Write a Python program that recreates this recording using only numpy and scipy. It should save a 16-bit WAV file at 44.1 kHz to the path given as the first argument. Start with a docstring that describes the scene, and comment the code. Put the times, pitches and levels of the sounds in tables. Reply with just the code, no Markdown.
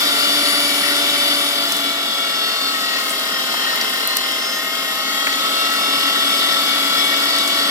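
"""A kitchen counter: an electric meat grinder runs, slowing for a few seconds as the auger bites into meat. Its
motor and two gear stages whine through the resonances of the housing, over fan air, gear rattle, brush hiss and
the buzz of a loose gear. Mince crackles, pops and squelches out of the plate, gristle knocks in the barrel, and
twice gristle snaps against the steel plate. All but the whine gets a short room tail."""
import sys
import numpy as np
from scipy import signal
from scipy.fft import rfft, irfft
from scipy.io import wavfile

SR = 44100
rng = np.random.default_rng(int(sys.argv[2]) if len(sys.argv) > 2 else 0)


def output_pcm(signal):
    """Save a mono or channel-first signal as 16-bit PCM at the path in sys.argv[1].

    Samples are clipped to [-1, 1] before scaling.
    """
    pcm = np.clip(np.atleast_2d(signal).T, -1, 1) * 32767
    wavfile.write(sys.argv[1], SR, np.round(pcm).astype(np.int16))


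N = 339570
TIME, BIN_HZ = np.arange(N) / SR, np.maximum(np.arange(N // 2 + 1) * SR / N, 1)

# the motor shaft, dragged down while meat is in the auger: time_s, speed_hz
SHAFT_SPEED = [(0, 289.7), (0.75, 288.8), (1.55, 288.0), (2.0, 281.7), (2.3, 279.6), (2.85, 272.1),
               (3.35, 264.0), (3.7, 263.0), (4.2, 262.2), (4.5, 264.4), (4.75, 268.1), (4.95, 268.6),
               (5.6, 275.8), (6.3, 279.3), (7.05, 281.0), (7.7, 280.2)]
USUAL_SPEED_HZ = 277
PINION_TEETH, WHEEL_TEETH = 4, 27
WHEEL_RATIO = PINION_TEETH / WHEEL_TEETH
# the leading voices of the whine; an order is a multiple of the shaft rate
HUM_ORDER, DRONE_ORDER, TOOTH_ORDER, RING_ORDER, LOOSE_ORDER, GEAR_ORDER = 1, 2, 4, 7, 8, 10
SIDE_ORDER, SLOT_ORDER, OCTAVE_ORDER, PINION_ORDER, KEEN_ORDER, THIN_ORDER = 11, 12, 14, 16, 17, 18
SHRILL_ORDER, SQUEAL_ORDER, BRIGHT_ORDER, WHISTLE_ORDER, TOP_ORDER = 19, 20, 24, 36, 48
GRIND_ORDER, MESH_ORDER, FREE_ORDER = 16 * WHEEL_RATIO, 32 * WHEEL_RATIO, 70 * WHEEL_RATIO
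# shaft and pinion tones, ahead of the housing: order, level_db, throb_depth, pan_left_db, left_lead_rad
MOTOR_TONES = [(1, -60.3, 0.1, 1.7, 0), (2, -48.5, 0.0, 1.7, -0.8), (3, -47.5, 0.01, 2.1, -0.0),
               (4, -44, 0.43, 3.1, -0.6), (6, -46.5, 0.01, 3.8, -1.2), (7, -45.0, 0.36, 6.2, -1.3),
               (8, -40, 0.5, 3.0, 1.3), (9, -50, 0.2, 5.6, -2.2), (10, -41.5, 0.12, 6.1, -2),
               (11, -37, 0.29, 4.6, 2.6), (12, -34.2, 0.22, 3.8, -2.8), (13, -43.3, 0.24, 3, 1.6),
               (14, -43.5, 0.17, 3.9, 2.8), (15, -47.0, 0.7, 3.0, 2.4), (16, -37.5, 0.19, 1.9, 2.7),
               (17, -44.5, 0.08, 3.6, 2.5), (18, -51.5, 0.3, 1.3, 1), (19, -48.5, 0.2, 1.2, 0.3),
               (20, -52.0, 0.25, -1, 0.3), (22, -51, 0.15, -1.3, -0.5), (24, -46.3, 0.08, -0.6, 1.6),
               (26, -54, 0.2, 2.9, -0.3), (27, -53.1, 0.24, -0.2, 2.4), (28, -51.9, 0.2, 1.3, 0.3),
               (30, -60, 0.27, 2.2, -0.7), (36, -47.5, 0.02, 4.9, -1), (39, -58.0, 0.02, 1.1, -0.6),
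               (40, -53.5, 0.31, 0.7, -2.5), (48, -58, 0.1, 3.8, -1.5)]
# second gear stage tones: wheel_multiple, relative_db, throb_depth, pan_left_db, left_lead_rad
WHEEL_TONES = [(16, -49.4, 0.28, 1.0, -0.8), (17, -56.5, 0.0, 2.1, -0.5), (28, -48.8, 0.0, 4.2, -0.9),
               (32, -46.3, 0.15, 3.2, -1.0), (70, -40.9, 0.3, 2.5, 2.5)]
# housing resonances that lift a tone gliding through them: centre_hz, width_hz, lift_db
HOUSING_MODES = [(287.5, 11, 25.5), (577.5, 9.2, 12.5), (630, 4.7, 10), (675, 36, 11.5), (1308, 42, 19),
                 (1830, 26, 3.5), (1895, 42, 12), (2023, 20, 12.5), (2260, 23, 10), (2595, 14, 6),
                 (2768, 30, 4.5), (2850, 14, 9), (3160, 15, 5.5), (3342, 96, 8.5), (3380, 73, 3),
                 (3590, 108, 12), (3870, 100, 10), (4192, 6.7, 4), (4400, 92, 4.5), (4617, 120, 10),
                 (5020, 60, 12.5), (5274, 32, 15.5), (6940, 23, 7), (7650, 150, 9), (8390, 19, 17.5),
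                 (10380, 91, 14.5), (12750, 210, 18.5), (13700, 190, 18)]
# as the load surges, meshing tones swell and loose ones fade: order, gain_at_peak_db
SURGE_GAINS = [(RING_ORDER, 2.4), (LOOSE_ORDER, -2.4), (SIDE_ORDER, -1.3), (SLOT_ORDER, 0.31),
               (PINION_ORDER, 1.4)]
# as the gears shift, a tone sings out or drops back: order, start_s, end_s, gain_db, lead_change_rad
FLARES = [(MESH_ORDER, -.2, 0.62, 3.4, -1), (SHRILL_ORDER, -.2, 1.1, 12, -.7),
          (WHISTLE_ORDER, -.2, 1.0, 3, .5), (THIN_ORDER, -.2, 1.2, 4, 0), (TOP_ORDER, -.2, 1.6, 6, 0),
          (GEAR_ORDER, .22, 1.3, 9, -.5), (PINION_ORDER, .7, 1.6, -3.5, 0),
          (PINION_ORDER, 2.35, 2.72, 4.5, -.8), (PINION_ORDER, 2.85, 3.08, 4, 0),
          (PINION_ORDER, 3.35, 4.25, 2.5, 0), (DRONE_ORDER, 1.66, 1.8, -12, 0),
          (DRONE_ORDER, 5.3, 7.9, 3, 0), (TOOTH_ORDER, 1.5, 2.35, -7, 0), (TOOTH_ORDER, 5.6, 7.9, 3, 0),
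          (GRIND_ORDER, 2.05, 5.4, -3, 0), (FREE_ORDER, 2.3, 6.4, -12, 0), (OCTAVE_ORDER, 2.3, 5, -3.5, 0),
          (KEEN_ORDER, 6.4, 7.5, 6, 0), (RING_ORDER, 3.63, 3.74, 4, 0), (SLOT_ORDER, 1.7, 2.3, -3, 0),
          (SLOT_ORDER, 2.5, 2.85, -6, 0), (SLOT_ORDER, .45, .95, -4, .5), (MESH_ORDER, 1.0, 2.65, -4, 0),
          (HUM_ORDER, 1.5, 2.6, -4.5, 0), (HUM_ORDER, 5.7, 7.9, 2.5, 0), (LOOSE_ORDER, 1.45, 3, -4.5, 0),
          (GEAR_ORDER, 2.16, 2.9, 1.3, 2.3), (PINION_ORDER, 1.68, 2.05, -7, 0),
          (RING_ORDER, 1.7, 2.84, -5.5, 0), (SLOT_ORDER, 2.05, 2.8, 0, .7),
          (SLOT_ORDER, 2.85, 4.9, -2.5, -.3), (RING_ORDER, 2.87, 3.02, 4.5, 0),
          (RING_ORDER, 3.1, 3.95, .5, 0), (RING_ORDER, 4.0, 5.0, -1.5, 0), (TOP_ORDER, 3.6, 4.5, -5, 0),
          (WHISTLE_ORDER, 1.95, 5.3, -3.5, 0), (SQUEAL_ORDER, 3.95, 4.62, 6.5, -1.2),
          (BRIGHT_ORDER, 4.4, 4.6, 8.7, -2), (PINION_ORDER, 4.35, 5.0, -6, 0),
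          (RING_ORDER, 4.55, 4.68, 5, 0), (TOP_ORDER, 4.55, 5.0, 4, 0), (LOOSE_ORDER, 4.4, 5.12, 1.5, -1),
          (RING_ORDER, 5.0, 5.47, 3, 0), (BRIGHT_ORDER, 5.0, 5.45, 6, 1), (SLOT_ORDER, 5.11, 5.39, -2, -2),
          (SLOT_ORDER, 5.42, 5.78, -3, 1), (GEAR_ORDER, 5.55, 6.22, 4, 1.6),
          (MESH_ORDER, 5.5, 7.2, 2, -0.14), (WHISTLE_ORDER, 5.5, 7.9, 4, 2.5),
          (SLOT_ORDER, 6.65, 7.8, -.5, 0), (PINION_ORDER, 7.3, 7.9, 4.5, -0.39)]
# standing waves move a tone between left and right as it glides: order, lead_rad_per_shaft_hz
STANDING_WAVES = [(7, -.05), (10, -.06), (11, .03), (12, .07), (14, -.08), (16, -.085), (18, -.11),
                  (19, -.08), (20, -.08), (24, -.1)]

# colour of the fan air: frequency_hz, relative_db
AIR_SPECTRUM = [(25, -27), (60, -30.5), (105, -26), (150, -18), (200, -4.5), (285, -4), (350, -5.5),
                (430, -2), (490, -7.5), (660, -3), (950, -6), (1450, 1), (1700, -9.5), (3000, -82)]
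# colour of the scraping teeth: frequency_hz, relative_db
SCRAPE_SPECTRUM = [(900, -60), (1600, -15), (2130, -2.5), (2310, -10.5), (2480, -11.5), (2850, -2.5),
                   (3500, -6), (4300, -5.5), (5300, -6.5), (5650, -10.5), (6100, -9.5), (8000, -78)]
# gearbox modes, some livelier running free, some under load: centre_hz, width_hz, gain_db, db_per_shaft_hz
CHATTER_MODES = [(282.4, 24.6, -16, 0.1346), (1390, 120, -9, 0), (1865, 34, -7.5, -0.15),
                 (2220, 60, -18, 0.1), (2660, 120, -14, -0.04), (3020, 130, -9.5, 0.3),
                 (3465, 120, -10, 0.45), (3600, 60, -12, 0.36), (3850, 90, -8, 0.1), (4340, 120, -13, 0.3),
                 (4660, 110, -13.5, 0.15), (5230, 150, -9, -0.1)]
# fader ride for the rattle, down while the load presses the teeth together: time_s, relative_db
RATTLE_RIDE = [(0.0, -23), (1.24, -24), (2.12, -28.5), (3.0, -27), (3.06, -28), (3.47, -27), (3.64, -27),
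               (4.31, -27.5), (4.57, -29.5), (5.86, -25), (5.96, -24.5), (7.7, -24.5)]
# colour of the brush hiss: frequency_hz, relative_db
BRUSH_SPECTRUM = [(4000, -45), (6000, -2.5), (7700, 5.5), (9200, -4.5), (10300, 2), (11000, 1.5),
                  (12500, 3), (14300, 2), (16000, -13.5)]
# spells of a loose gear buzzing on the casing: start_s, end_s, centre_hz, width_hz, level_db
BUZZES = [(.1, .95, 4350, 200, -33), (2.85, 3.05, 2750, 150, -34), (2.85, 3.05, 4350, 150, -35),
          (3.7, 3.78, 1300, 120, -28), (4.68, 4.92, 3230, 70, -33), (5.11, 5.26, 3260, 70, -30),
          (6.25, 6.8, 3610, 90, -27.5), (.8, .95, 1880, 80, -31), (.8, 1.4, 3480, 90, -32),
          (6.95, 7.25, 3580, 160, -32), (6.399, 6.58, 1950, 80, -32), (6.6, 7.2, 2240, 80, -32)]

# air pockets bursting at the plate: start_s, level_db, centre_hz, width_hz, decay_s
AIR_POPS = [(1.108, -19, 9000, 9000, .0008), (1.490, -17, 9000, 7000, 0.0011),
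            (1.721, -11.5, 8000, 8000, 0.0033), (1.767, -19, 8000, 3950, 0.0035),
            (3.001, -21, 7000, 7000, .003), (3.095, -18, 7000, 9000, .002), (3.103, -23, 8600, 700, .012),
            (3.1965, -15, 10050, 6000, 0.0012), (3.759, -18, 13000, 5000, .002),
            (3.897, -20, 13000, 5000, .002), (4.0745, -9.5, 11800, 1500, .002),
            (4.1685, -12, 11600, 1800, .004), (4.169, -14, 5200, 3000, .005),
            (4.321, -18, 7000, 9000, .001), (7.386, -13, 10000, 8000, .001),
            (7.476, -17, 7800, 1200, 0.004)]
# wet mince squeezing through the holes: middle_s, level_db, centre_hz, width_hz, half_length_s
SQUELCHES = [(3.08, -33, 10000, 7000, 0.089), (3.68, -31.5, 1020, 900, .2), (3.98, -36, 11500, 3000, 0.18)]
# gristle knocking in the barrel: start_s, level_db, centre_hz, width_hz, decay_s
GRISTLE_KNOCKS = [(3.538, -20.5, 950, 600, .011), (3.845, -20, 1100, 900, .004),
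                  (5.085, -21, 1100, 1200, .003), (5.269, -13.5, 2250, 500, .006),
                  (5.271, -18, 1300, 600, .012), (5.276, -49, 120, 40, .05),
                  (5.328, -18, 2100, 1200, 0.0046), (5.383, -19, 2300, 1200, 0.006)]
# gristle snapping against the steel plate: start_s, level_db
GRISTLE_SNAPS = [(3.8135, -13.5), (7.477, -20)]
# the ring of the steel plate: pitch_hz, relative_db, t60_s
PLATE_MODES = [(2550, -12, .02), (4640, 0, .03), (4790, -6, .025), (5480, -4, .018), (5760, -3, .018)]


def from_db(db):
    """Decibels to gain."""
    return 10 ** (np.asarray(db) / 20)


def rms_one(x):
    """Scale to unit power."""
    return x / np.sqrt(np.mean(x ** 2) + 1e-20)


def automation(rows):
    """Straight ramps between breakpoints, one value a sample."""
    return np.interp(TIME, *np.transpose(rows))


def held(start_s, end_s, fade_s=.057):
    """A soft gate: opens at the start, closes at the end."""
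    return np.clip(np.minimum(TIME - start_s, end_s - TIME) / fade_s + .5, 0, 1)


def drift(rate_hz):
    """A smooth random wobble of unit power."""
    hop, settle = 40, 2000
    pole = np.exp(-2 * np.pi * rate_hz * hop / SR)
    noise = rng.standard_normal(N // hop + settle + 2)
    slow = signal.lfilter([1], [1, -2 * pole, pole * pole], noise)[settle:]
    return np.interp(np.arange(N) / hop, np.arange(len(slow)), rms_one(slow))


def coloured(x, spectrum):
    """Shape a sound with an EQ curve; unit power."""
    hz, level_db = np.transpose(spectrum)
    curve_db = np.interp(np.log(BIN_HZ), np.log(hz), level_db)
    return rms_one(irfft(rfft(x) * from_db(curve_db), N))


def resonate(x, hz, width_hz):
    """Two-pole band-pass; unit power."""
    return rms_one(signal.lfilter(*signal.iirpeak(hz, hz / width_hz, fs=SR), x))


def panned(x, left_db):
    """Tilt a sound to the left, keeping the mean power."""
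    return x * rms_one(from_db([[left_db / 2], [-left_db / 2]]))


def wide_noise(side_db):
    """Stereo white noise from a broad body; more side makes it wider."""
    mid, side = rng.standard_normal((2, N))
    return rms_one(mid + from_db(side_db) * side * [[1], [-1]])


def flare(order):
    """The gain in dB and the change of left lead that the shifting gears give one tone."""
    gain_db, lead = np.zeros((2, N))
    for which, start, end, db, lead_change in FLARES:
        if which == order:
            gain_db += db * held(start, end)
            lead += lead_change * held(start, end)
    return gain_db, lead


def tone(row, ratio, speed, shaft, wheel, surge, rough_rad):
    """One partial of a part turning at ratio times the shaft, throbbing with the off-centre wheel."""
    multiple, level_db, throb, pan_db, lead = row
    order = multiple * ratio
    start_phase, heavy_side = rng.uniform(0, 2 * np.pi, 2)
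    flare_db, flare_lead = flare(order)
    unsteady = min(order / RING_ORDER, 1)   # the low hum is the steadiest
    waver_db = 1.7 * np.sqrt(unsteady) * drift(4.9)
    swell_db = flare_db + dict(SURGE_GAINS).get(order, 0) * surge + waver_db
    lead = lead + flare_lead + dict(STANDING_WAVES).get(order, 0) * (speed - USUAL_SPEED_HZ)
    stereo_phase = (lead + .35 * unsteady * drift(1)) * [[.5], [-.5]]
    phase = order * shaft + start_phase + rough_rad * unsteady * drift(30) + stereo_phase
    # the throb beats unevenly, comes and goes, and smooths out while the teeth are pressed home
    beat = wheel + heavy_side + .4 * drift(15)
    throb = throb * from_db(2 * np.tanh(drift(3))) * (1 - .6 * held(4.4, 5.12))
    sidebands = 1.2 * np.sin(phase - beat) + .7 * np.sin(phase + beat)
    wave = np.sin(phase) + throb * sidebands
    return panned(np.sqrt(2) * from_db(level_db + swell_db) * wave, pan_db)


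def housing(x):
    """Panels and cavities lift whatever falls on their resonances."""
    peaks = sum(from_db(db) ** 2 / (1 + (2 * (BIN_HZ - hz) / width) ** 2)
                for hz, width, db in HOUSING_MODES)
    return irfft(rfft(x) * np.sqrt(1 + peaks), N)


def whine(speed, shaft, wheel, surge, ripple_hz=120):
    """Armature slots, commutator and gear teeth sing at multiples of their shafts' rates."""
    # mains ripple puts side tones on the high whistle
    ripple = {WHISTLE_ORDER: 1 + .75 * np.cos(2 * np.pi * ripple_hz * TIME)}
    motor = sum(tone(row, 1, speed, shaft, wheel, surge, rough_rad=.11) * ripple.get(row[0], 1)
                for row in MOTOR_TONES)
    stage = sum(tone(row, WHEEL_RATIO, speed, shaft, wheel, surge, rough_rad=.1) for row in WHEEL_TONES)
    return housing(motor + from_db(.7) * stage)


def fan_air():
    """The cooling fan pushes a soft rush of air through the vents."""
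    return panned(coloured(wide_noise(side_db=-21), AIR_SPECTRUM), left_db=1.1)


def gear_rattle(speed, shaft, wheel):
    """Teeth scrape once a shaft turn, harder once a wheel turn; the gearbox answers in uneven bursts."""
    contact = (1 + .3 * np.cos(shaft)) * (1 + .12 * np.cos(wheel)) * from_db(.5 * drift(14))
    scrape = coloured(wide_noise(side_db=.5) * contact, SCRAPE_SPECTRUM)
    chatter = np.zeros(N)
    for hz, width, db, slope in CHATTER_MODES:
        impacts = rng.standard_normal(N) * contact
        flicker = from_db(2.6 * min(hz / 2000, 1) * drift(25))   # the high modes flicker most
        chatter += from_db(db + slope * (speed - USUAL_SPEED_HZ)) * resonate(impacts * flicker, hz, width)
    return panned(from_db(-.4) * scrape + chatter, left_db=2)


def brush_hiss(shaft):
    """Carbon brushes rub the commutator, fizzing with tiny sparks."""
    flicker_db = 2.15 * drift(900) + .5 * drift(21) + .45 * drift(6)
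    contact = (1 + .049 * np.cos(shaft)) * from_db(flicker_db)
    return panned(coloured(wide_noise(side_db=0) * contact, BRUSH_SPECTRUM), left_db=.8)


def mince(crackles_per_s=14):
    """The meat crackles faintly all along and squelches out of the plate in soft swells."""
    squelch = np.zeros((2, N))
    for middle_s, db, hz, width, half_length_s in SQUELCHES:
        swell = np.exp(-((TIME - middle_s) / half_length_s) ** 2)
        squelch += from_db(db) * resonate(rng.standard_normal((2, N)), hz, width) * swell
    clicks = (rng.random(N) < crackles_per_s / SR) * rng.standard_normal((2, N))
    crackle = from_db(-46) * resonate(clicks + 1e-18, hz=8500, width_hz=7000)
    return panned(squelch + crackle, left_db=2)


def loose_gear(wheel):
    """A loose gear knocks once a wheel turn and sets modes of the casing buzzing."""
    knocks = wide_noise(side_db=-2.5) * (1 + .8 * np.cos(wheel))
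    buzz = sum(from_db(db) * held(start, end) * resonate(knocks, hz, width)
               for start, end, hz, width, db in BUZZES)
    return panned(buzz, left_db=7)


def pops_and_knocks():
    """Air pockets burst and gristle hits the barrel: snaps of ringing noise, wider when brighter."""
    out, t = np.zeros((2, N)), TIME[:SR // 10]
    for start_s, level_db, hz, width, decay_s in AIR_POPS + GRISTLE_KNOCKS:
        mid, side = rng.standard_normal((2, len(t)))
        noise = mid + min(hz / 8000, 1) * side * [[1], [-1]]
        snap = resonate(noise, hz, width) * np.exp(-(t / decay_s) ** 1.3)
        at = round(start_s * SR)
        out[:, at:at + len(t)] += from_db(level_db) * snap[:, :N - at]
    return out


def gristle_snaps():
    """Gristle snaps against the steel plate and sets it ringing for a moment."""
    out, t = np.zeros(N), TIME[:SR // 10]
    ring = sum(from_db(db - 60 * t / t60) * np.sin(2 * np.pi * hz * t) for hz, db, t60 in PLATE_MODES)
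    for start_s, level_db in GRISTLE_SNAPS:
        at = round(start_s * SR)
        out[at:at + len(t)] += from_db(level_db) * ring[:N - at]
    return signal.sosfilt(signal.butter(2, 1000, "high", fs=SR, output="sos"), out)


def kitchen(x, t60_s=.25, send_db=-10):
    """Counter, bowl and walls add a short midrange tail, each side with its own reflections."""
    t = TIME[:SR // 3]
    tail = rng.standard_normal((2, len(t))) * from_db(-60 * t / t60_s) * (t > .002)
    midrange = signal.butter(1, [700, 7000], "band", fs=SR, output="sos")
    tail = signal.sosfilt(midrange, rms_one(tail) / np.sqrt(len(t)))
    return x + from_db(send_db) * signal.fftconvolve(x, tail, axes=1)[:, :N]


def scene():
    """The mix: one shaft speed drives the whine and the pulse of rattle, hiss and buzz."""
    speed = automation(SHAFT_SPEED) * (1 + .0003 * drift(12))
    # the load surges once in 109 shaft turns, and the motor sags a little each time
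    surge = np.cos(2 * np.pi * (np.cumsum(speed) / SR / 109 - .478))
    speed = speed - .3 * surge
    shaft = 2 * np.pi * np.cumsum(speed) / SR
    wheel = shaft * WHEEL_RATIO
    # air and hiss ride along with the rattle, each by its own share
    ride_db = automation(RATTLE_RIDE)
    ride_db -= ride_db.mean()
    bed = (from_db(-31 + .67 * ride_db) * fan_air()
           + from_db(-26 + .95 * ride_db) * gear_rattle(speed, shaft, wheel)
           + from_db(-30.26 + .98 * ride_db) * brush_hiss(shaft)
           + loose_gear(wheel))
    tones = whine(speed, shaft, wheel, surge)
    room = kitchen(bed + pops_and_knocks() + gristle_snaps() + mince())
    # the machine stands to the right, so its noises reach the left side 0.17 ms later
    left_lag = np.exp(-2j * np.pi * BIN_HZ * [[.00017], [0]])
    return tones + irfft(rfft(room) * left_lag, N)


def record(dry, cutoff_hz=15900):
    """Peaks clip at full scale and a steep low-pass takes off the very top."""
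    clipped = np.clip(dry, -1, 1)
    return irfft(rfft(clipped) / np.sqrt(1 + (BIN_HZ / cutoff_hz) ** 300), N)


dry = scene()
out = record(dry)
output_pcm(out)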